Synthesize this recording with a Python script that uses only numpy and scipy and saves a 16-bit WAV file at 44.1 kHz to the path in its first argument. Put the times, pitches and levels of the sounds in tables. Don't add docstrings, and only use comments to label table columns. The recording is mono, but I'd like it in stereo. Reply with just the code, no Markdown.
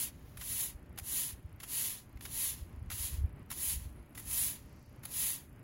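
import sys
import numpy as np
from scipy import signal
from scipy.fft import rfft, irfft, next_fast_len
from scipy.io import wavfile
from scipy.ndimage import uniform_filter1d

SR = 44100
rng = np.random.default_rng(int(sys.argv[2]) if len(sys.argv) > 2 else 0)


def magnitude_from_level(level_db):
    exponent = np.asarray(level_db, float) / 20
    return 10 ** exponent


def to_wav(s):
    ch = np.atleast_2d(s).T
    pcm = np.round(np.clip(ch, -1, 1) * 32767)
    wavfile.write(sys.argv[1], SR, pcm.astype(np.int16))


N = 248283
T = np.arange(N) / SR
SIZE = next_fast_len(N, True)
HZ = np.fft.rfftfreq(SIZE, 1 / SR)


def evened(x):
    return x / np.sqrt(np.mean(x ** 2) + 1e-20)


def read(points):
    hz, value = np.transpose(points)
    return np.interp(np.log(HZ + 1), np.log(hz + 1), value)


def colour(x, points):
    gain = evened(magnitude_from_level(read(points)))
    return irfft(rfft(x, SIZE) * gain, SIZE)[..., :N]


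def noise():
    return rng.standard_normal((2, N))


def spread(pair, same, lean_db=0):
    angle = np.arccos(np.clip(read(same), 0, 1)) / 2
    first, second = rfft(pair, SIZE)
    mid, side = first * np.cos(angle), second * np.sin(angle)
    left = (mid + side) * magnitude_from_level(lean_db / 2)
    right = (mid - side) * magnitude_from_level(-lean_db / 2)
    return irfft([left, right], SIZE)[:, :N]


def drift(size):
    once = uniform_filter1d(rng.standard_normal(N), int(size))
    return evened(uniform_filter1d(once, int(size)))


def slips(per_s, spread_db):
    size = magnitude_from_level(spread_db * np.minimum(rng.exponential(1, (2, N)), 5))
    sign = rng.choice([-1., 1.], (2, N))
    happens = rng.random((2, N)) < per_s / SR
    return evened(size * sign * happens)


# fastest moment in seconds, speeding-up time in seconds,
# slowing-down time in seconds, top level in dB, fall in dB per tenfold drop in speed.
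STROKES = [
    (-0.038, .081, .15, -31, 33),
    (.576, .21, .17, -37, 32.5),
    (1.139, 0.12, .214, -36, 23),
    (1.788, .13, 0.33, -35, 86),
    (2.426, .15, 0.13, -35, 20),
    (3.063, 0.15, 0.052, -38.5, 46),
    (3.666, .12, .1, -34.5, 11.5),
    (4.399, 0.16, 0.2, -32.5, 46),
    (5.232, .15, .2, -33.5, 45),
]
# first contact in seconds, resting bristles in dB,
# flung grass in dB, its fading in dB per second, head pressure in dB.
CONTACT = [(-0.3, -43.1, -46, 149, -0.5), (.37, -58, -19.5, 279, -0.4), (.9745, -58.7, -21, 199, -0.6),
           (1.6, -57, -29, 159, 0.6), (2.206, -53.5, -31.5, 157, .7), (2.9005, -44.5, -34, 204, 0.9),
           (3.501, -47, -34, 138, -0.8), (4.147, -56, -27, 174, -1), (5.032, -55, -27.5, 175, 0.1)]
LINGER_DB = [-69.5, -79, -73.5, -72, -72.5, -85, -75, -72, -78]


def push():
    power, pressure_db, linger = np.full(N, 1e-12), np.zeros(N), np.zeros(N)
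    for stroke, contact, linger_db in zip(STROKES, CONTACT, LINGER_DB):
        top, rise, fall, top_db, fall_db = stroke
        touch, rest_db, grass_db, fading, head_db = contact
        late = T - top
        away = np.where(late < 0, -late / rise, late / fall)
        speed = np.sin(np.pi / 2 * np.clip(1 - away, 1e-5, 1))
        steepness_db = np.where(late < 0, 31, fall_db)
        power += magnitude_from_level(top_db + steepness_db * np.log10(speed)) ** 2
        grass = magnitude_from_level(grass_db - fading * abs(late) - 69 * late ** 2)
        power += (grass * np.clip(late / 0.082, 0, 1)) ** 2
        settle_db = -10.5 * np.clip(1 - (T - touch) / 0.019, 0, 1)
        power += magnitude_from_level(rest_db + settle_db) ** 2 * (T >= touch) * (late < 0)
        pressure_db = np.where(T >= touch, head_db, pressure_db)
        settling = magnitude_from_level(linger_db - 20 * abs(late)) * (late > 0)
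        linger = np.where(T >= touch, settling, linger)
    return 10 * np.log10(power), pressure_db, linger


# frequency in Hz, level in dB.
TIPS = [(4500, -26), (6000, -16), (7800, -6), (8500, -1.5), (10000, 2.5), (12500, -1), (14500, -2),
        (16000, -7)]
# frequency in Hz, level in dB.
HEAD = [(1200, -36), (2000, -8), (2800, 1), (4500, 0.5), (5500, -4.5), (7000, -0.5), (9000, -18)]
# frequency in Hz, level in dB.
DRAG = [(400, -16), (750, -9), (1000, 3), (1400, -11), (1900, 1.5), (2600, -16)]


def scrape():
    speed_db, pressure_db, linger = push()
    head_lag_s, full_db = 0.004, -34
    lagging_db = np.minimum(np.interp(T - head_lag_s, T, speed_db), speed_db + 12) - full_db
    touching = np.clip((speed_db + 78) / 18, 0, 1)
    tips = magnitude_from_level(speed_db + 2.5) + linger * magnitude_from_level(-8)
    head = magnitude_from_level(-45.5 + pressure_db + 0.8 * lagging_db) * touching + linger
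    drag = magnitude_from_level(-61.5 + pressure_db + 0.31 * lagging_db) * touching
    rough_concrete = magnitude_from_level(0.62 * drift(51) + 0.56 * drift(610))
    clicks = slips(22000, 1.56) * rough_concrete
    return colour(clicks * tips, TIPS) + colour(clicks * head, HEAD) + colour(clicks * drag, DRAG)


TAP_S = [.370, .408, .9745, .985, .995, 1.600, 1.609, 1.6295, 2.172, 2.208, 2.251, 2.261, 2.9005, 2.911,
         3.502, 3.5125, 3.523, 4.148, 4.1745, 4.185, 4.191, 5.032, 5.0515]
# knock in dB, tip brightness in dB against the knock, length in seconds.
TAPS = [(-44, -4, 0.0099), (-39.5, -5, 0.016), (-41, -9, 0.011), (-39.5, 3.5, 0.0068), (-43.5, 2, 0.0058),
        (-42.5, -10, 0.0076), (-51, -11, 0.0026), (-41, -1, 0.015), (-52.5, -26, 0.0049),
        (-41.5, -17, 0.0062), (-37.5, -7, 0.0086), (-41, -15, 0.0035), (-36.5, -8, 0.0068),
        (-37.5, -13, 0.016), (-38.5, -2, 0.0082), (-36, -1, 0.0068), (-38.5, -7, 0.0066),
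        (-48.5, -1, 0.011), (-43.5, 4, 0.0085), (-52, 9, 0.0059), (-51, 10.5, 0.016), (-47, -2, 0.01),
        (-38.5, 2, 0.0082)]
# frequency in Hz, level in dB.
KNOCK = [(400, -22), (800, -5), (1500, -1), (3000, -0.5), (4000, -4), (5800, -7.5), (8000, -7.5)]


def landings():
    low, high = np.zeros((2, N))
    for start, (knock_db, bright_db, length) in zip(TAP_S, TAPS):
        since = np.clip(T - start, 0, None) / max(length, .001)
        shape = (1 - np.exp(-since * 3.5)) * np.exp(-since ** 2)
        low += magnitude_from_level(knock_db) * shape
        high += magnitude_from_level(knock_db + bright_db) * shape
    clicks = slips(20000, 1.8)
    return colour(clicks * low, KNOCK) + colour(clicks * high, TIPS)


# frequency in Hz, likeness from 0 to 1.
BROOM_SAME = [(600, 0.056), (1000, 0.55), (1800, 0.63), (2700, 0.24), (4000, 0.32), (5100, 0.22),
              (6300, 0.36), (8000, 0.81), (16000, 0.85)]
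# frequency in Hz, left minus right in dB.
BROOM_LEAN = [(300, 7), (900, 3), (1700, 1), (4000, 0), (5200, -5.5), (6300, -1), (8000, 0.2)]


def broom():
    direct = scrape() + landings()
    slap = magnitude_from_level(-20) * np.roll(direct[::-1], round(.012 * SR), axis=1)
    return spread(direct + slap, BROOM_SAME, read(BROOM_LEAN))


# start in seconds, pitch in Hz, level in dB, time to fall by 60 dB in seconds.
BLOCK = [
    (.986, 770, -51, .06),
    (2.173, 2100, -54, .03),
    (2.903, 1310, -52, .04),
    (3.514, 1040, -43, 0.044),
    (4.176, 1990, -47.5, 0.067),
]


def block():
    out = np.zeros(N)
    for start, hz, db, t60 in BLOCK:
        since = np.clip(T - start, 0, None)
        out += magnitude_from_level(db - 60 * since / t60) * np.sin(2 * np.pi * hz * since)
    return out


# time in seconds, level on the microphone in dB.
GUSTS = [(0.0, -64), (0.42, -55.5), (0.86, -59), (1.57, -57.5), (1.85, -64.5), (2.12, -62.5), (2.35, -57),
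         (2.59, -52), (2.74, -53), (3.12, -52), (3.5, -59.5), (3.79, -47), (4.04, -58.5), (4.31, -55),
         (4.89, -61.5), (5.24, -61), (5.49, -60), (5.63, -68)]
# time in seconds, peak in
# dB, frequency in Hz.
BUFFETS = [(2.165, -40.5, 55.7), (2.628, -32.5, 67), (2.783, -37.5, 60), (2.823, -35.5, 87),
           (2.856, -43, 61.4), (2.881, -39, 59), (2.941, -40, 85), (3.009, -36.5, 72.5),
           (3.05, -37.5, 64.7), (3.144, -33, 63.4), (3.191, -28, 66.4), (3.22, -29, 62.5), (3.248, -23, 73),
           (3.777, -33.5, 54),
           (.091, -47, 62), (.148, -48, 80), (0.248, -46.5, 58), (0.392, -49, 82), (.505, -44, 73),
         (.759, -41, 62), (0.911, -46.5, 70), (1.028, -42, 71), (1.341, -42.5, 69), (1.458, -38, 77),
         (1.545, -43, 78), (3.687, -41, 61), (3.873, -37, 83.4), (4.003, -43, 72), (4.283, -40, 86),
         (4.426, -44.5, 84)]
# frequency in Hz, level in dB per Hz.
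WIND = [(15, -50), (28, -35), (40, -3.5), (60, -1.5), (76, -1), (94, -9), (150, -13), (260, -30),
        (400, -82)]


def wind():
    lumps = magnitude_from_level(np.interp(T, *np.transpose(GUSTS)) + 1.5 + 2.8 * drift(700) + 1.75 * drift(1900))
    out = colour(noise(), WIND) * lumps * [[1], [.42]]
    for start, peak_db, hz in BUFFETS:
        cycles = (T - start) * hz
        swing = np.cos(2 * np.pi * (cycles + [[0], [.25]]))
        out += magnitude_from_level(peak_db) * np.exp(-(cycles / 0.69) ** 2) * swing * [[1], [.15]]
    return np.array([out[0] + out[1], out[0] - out[1]])


# frequency in Hz, level in dB.
TICK = [(4000, -30), (6000, -16), (9300, -11), (10100, 1), (11000, -5.5), (11700, -10), (12300, 7),
        (12900, -3.5), (13500, 10.5), (14300, -26), (16000, -13)]


def lens_ticks():
    first_s, per_s, stray_s = .0275, 30, 4.1065
    since = (T - first_s) % (1 / per_s)
    since = np.minimum(since, (T - stray_s) % 9)
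    frame = ((T - first_s) * per_s + 1).astype(int)
    strength = magnitude_from_level(-59.5 + 0.2 * rng.standard_normal(200))[frame]
    gate = np.clip(since / 0.00017, 0, 1) * np.exp(-(since / 0.003) ** 3)
    return spread(colour(noise() * gate * strength, TICK), [(5000, 0.17), (9000, 0.95)])


# time in seconds, pitch in Hz, level in dB.
WHISTLE = [
    (3.925, 9700, -90),
    (3.949, 9600, -73),
    (3.972, 10400, -70),
    (3.99, 9800, -68),
    (4.015, 11000, -74),
    (4.075, 10600, -82.5),
    (4.095, 9900, -90),
    (4.125, 10200, -71),
    (4.155, 10100, -83),
]
# frequency in Hz, level in dB.
RASP = [(7800, -7), (8600, -23), (9000, 3), (9500, 2), (11500, -15), (12500, 6), (13400, -1), (14000, 0),
        (14600, 2), (16000, -2)]
# time in seconds, level in dB.
RASP_LEVEL = [
    (0.1, -78),
    (.3, -62.5),
    (.4, -64),
    (.5, -110),
]


def insects():
    s, hz, db = np.transpose(WHISTLE)
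    cycles = np.cumsum(np.interp(T, s, hz)) / SR
    whistle = magnitude_from_level(np.interp(T, s, db, -120, -120)) * np.sin(2 * np.pi * cycles)
    rasp = colour(rng.standard_normal(N), RASP) * magnitude_from_level(np.interp(T, *np.transpose(RASP_LEVEL)))
    return whistle + rasp


# frequency in Hz, level in dB.
RUSTLE = [(3000, -28), (4500, -1), (6000, -2), (8000, -11), (10000, -29)]


def bushes():
    middle_s, length_s = 4.78, 0.22
    swell = magnitude_from_level(-72.5) * np.exp(-((T - middle_s) / length_s) ** 2)
    return colour(noise() * swell, RUSTLE)


# frequency in Hz, level in dB per Hz.
YARD = [(70, -16), (110, 0), (170, -9.5), (240, -8.5), (380, -15), (520, -19.5), (1000, -22.5),
        (1500, -25.5), (2200, -27), (3000, -33), (3600, -41), (5000, -42), (6000, -48), (8000, -47)]
# frequency in Hz, likeness from 0 to 1.
YARD_SAME = [(100, 1), (300, 0.73), (550, 0.023), (1200, 0.06), (2400, 0.03), (3500, 0.049), (7000, 0.19)]


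def yard():
    hum = colour(noise(), YARD) * magnitude_from_level(-55.5 + 1.2 * drift(2700))
    cycles = np.cumsum(589.6 + 5.04 * drift(2510)) / SR
    drone = magnitude_from_level(-77 + 3 * drift(2000)) * np.sin(2 * np.pi * cycles)
    hiss = colour(noise(), [(3000, -33), (7000, -23.0), (12000, 3.5), (16000, 10)]) * magnitude_from_level(-86)
    return spread(hum, YARD_SAME) + drone + spread(hiss, [(7000, 0.17), (9000, 0.34)])


def scene():
    return broom() + block() + wind() + lens_ticks() + insects() + bushes() + yard()


# frames later, weaker by this many dB.
MASKING = [(-1, 26), (0, 0), (1, 5)]


def joint_stereo(x, under_db, masked_db, uneven_db, from_hz, size=5):
    frames = dict(window="cosine", nperseg=2048)
    lead = 624
    sum_and_difference = np.pad([x[0] + x[1], x[0] - x[1]], ((0, 0), (lead, 0)))
    hz, _, z = signal.stft(sum_and_difference, SR, **frames)
    band = np.arange(len(hz)) // size
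    power = np.add.reduceat(abs(z) ** 2, np.arange(0, len(hz), size), axis=1)[:, band]
    wide = uniform_filter1d(power, 3 * size, axis=1)
    uneven = evened(uniform_filter1d(rng.standard_normal(z.shape), 2))[:, band]
    mask_db = masked_db + uneven_db * uneven
    treble = power[:, hz > 8000].max((0, 1))
    treble = np.max([np.roll(treble, k) * magnitude_from_level(-2 * db) for k, db in MASKING], axis=0)
    too_weak = (wide < wide[::-1] * magnitude_from_level(-2 * under_db)) & (hz > 8000)[:, None]
    hidden = (power < treble * magnitude_from_level(-2 * mask_db)) & ((hz > from_hz) & (hz < 8000))[:, None]
    kept = z * np.where(too_weak | hidden, .01, 1)
    mid, side = signal.istft(kept, SR, **frames)[1][:, lead:lead + N] / 2
    return np.array([mid + side, mid - side])


def roll_off(x):
    return signal.sosfilt(signal.butter(12, 16300, fs=SR, output="sos"), x)


def record(dry):
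    turn = np.exp(1j * np.pi * np.clip(HZ - 6130, 0, None) / 4920)
    edge = magnitude_from_level(-np.clip((HZ - 15850) / 2.7, 0, 45))
    ports = irfft(rfft(dry, SIZE) * [edge / turn, edge * turn], SIZE)[:, :N]
    mix = joint_stereo(ports, under_db=8.5, masked_db=22, uneven_db=6, from_hz=2300)
    return roll_off(mix)


dry = scene()
out = record(dry)
to_wav(out)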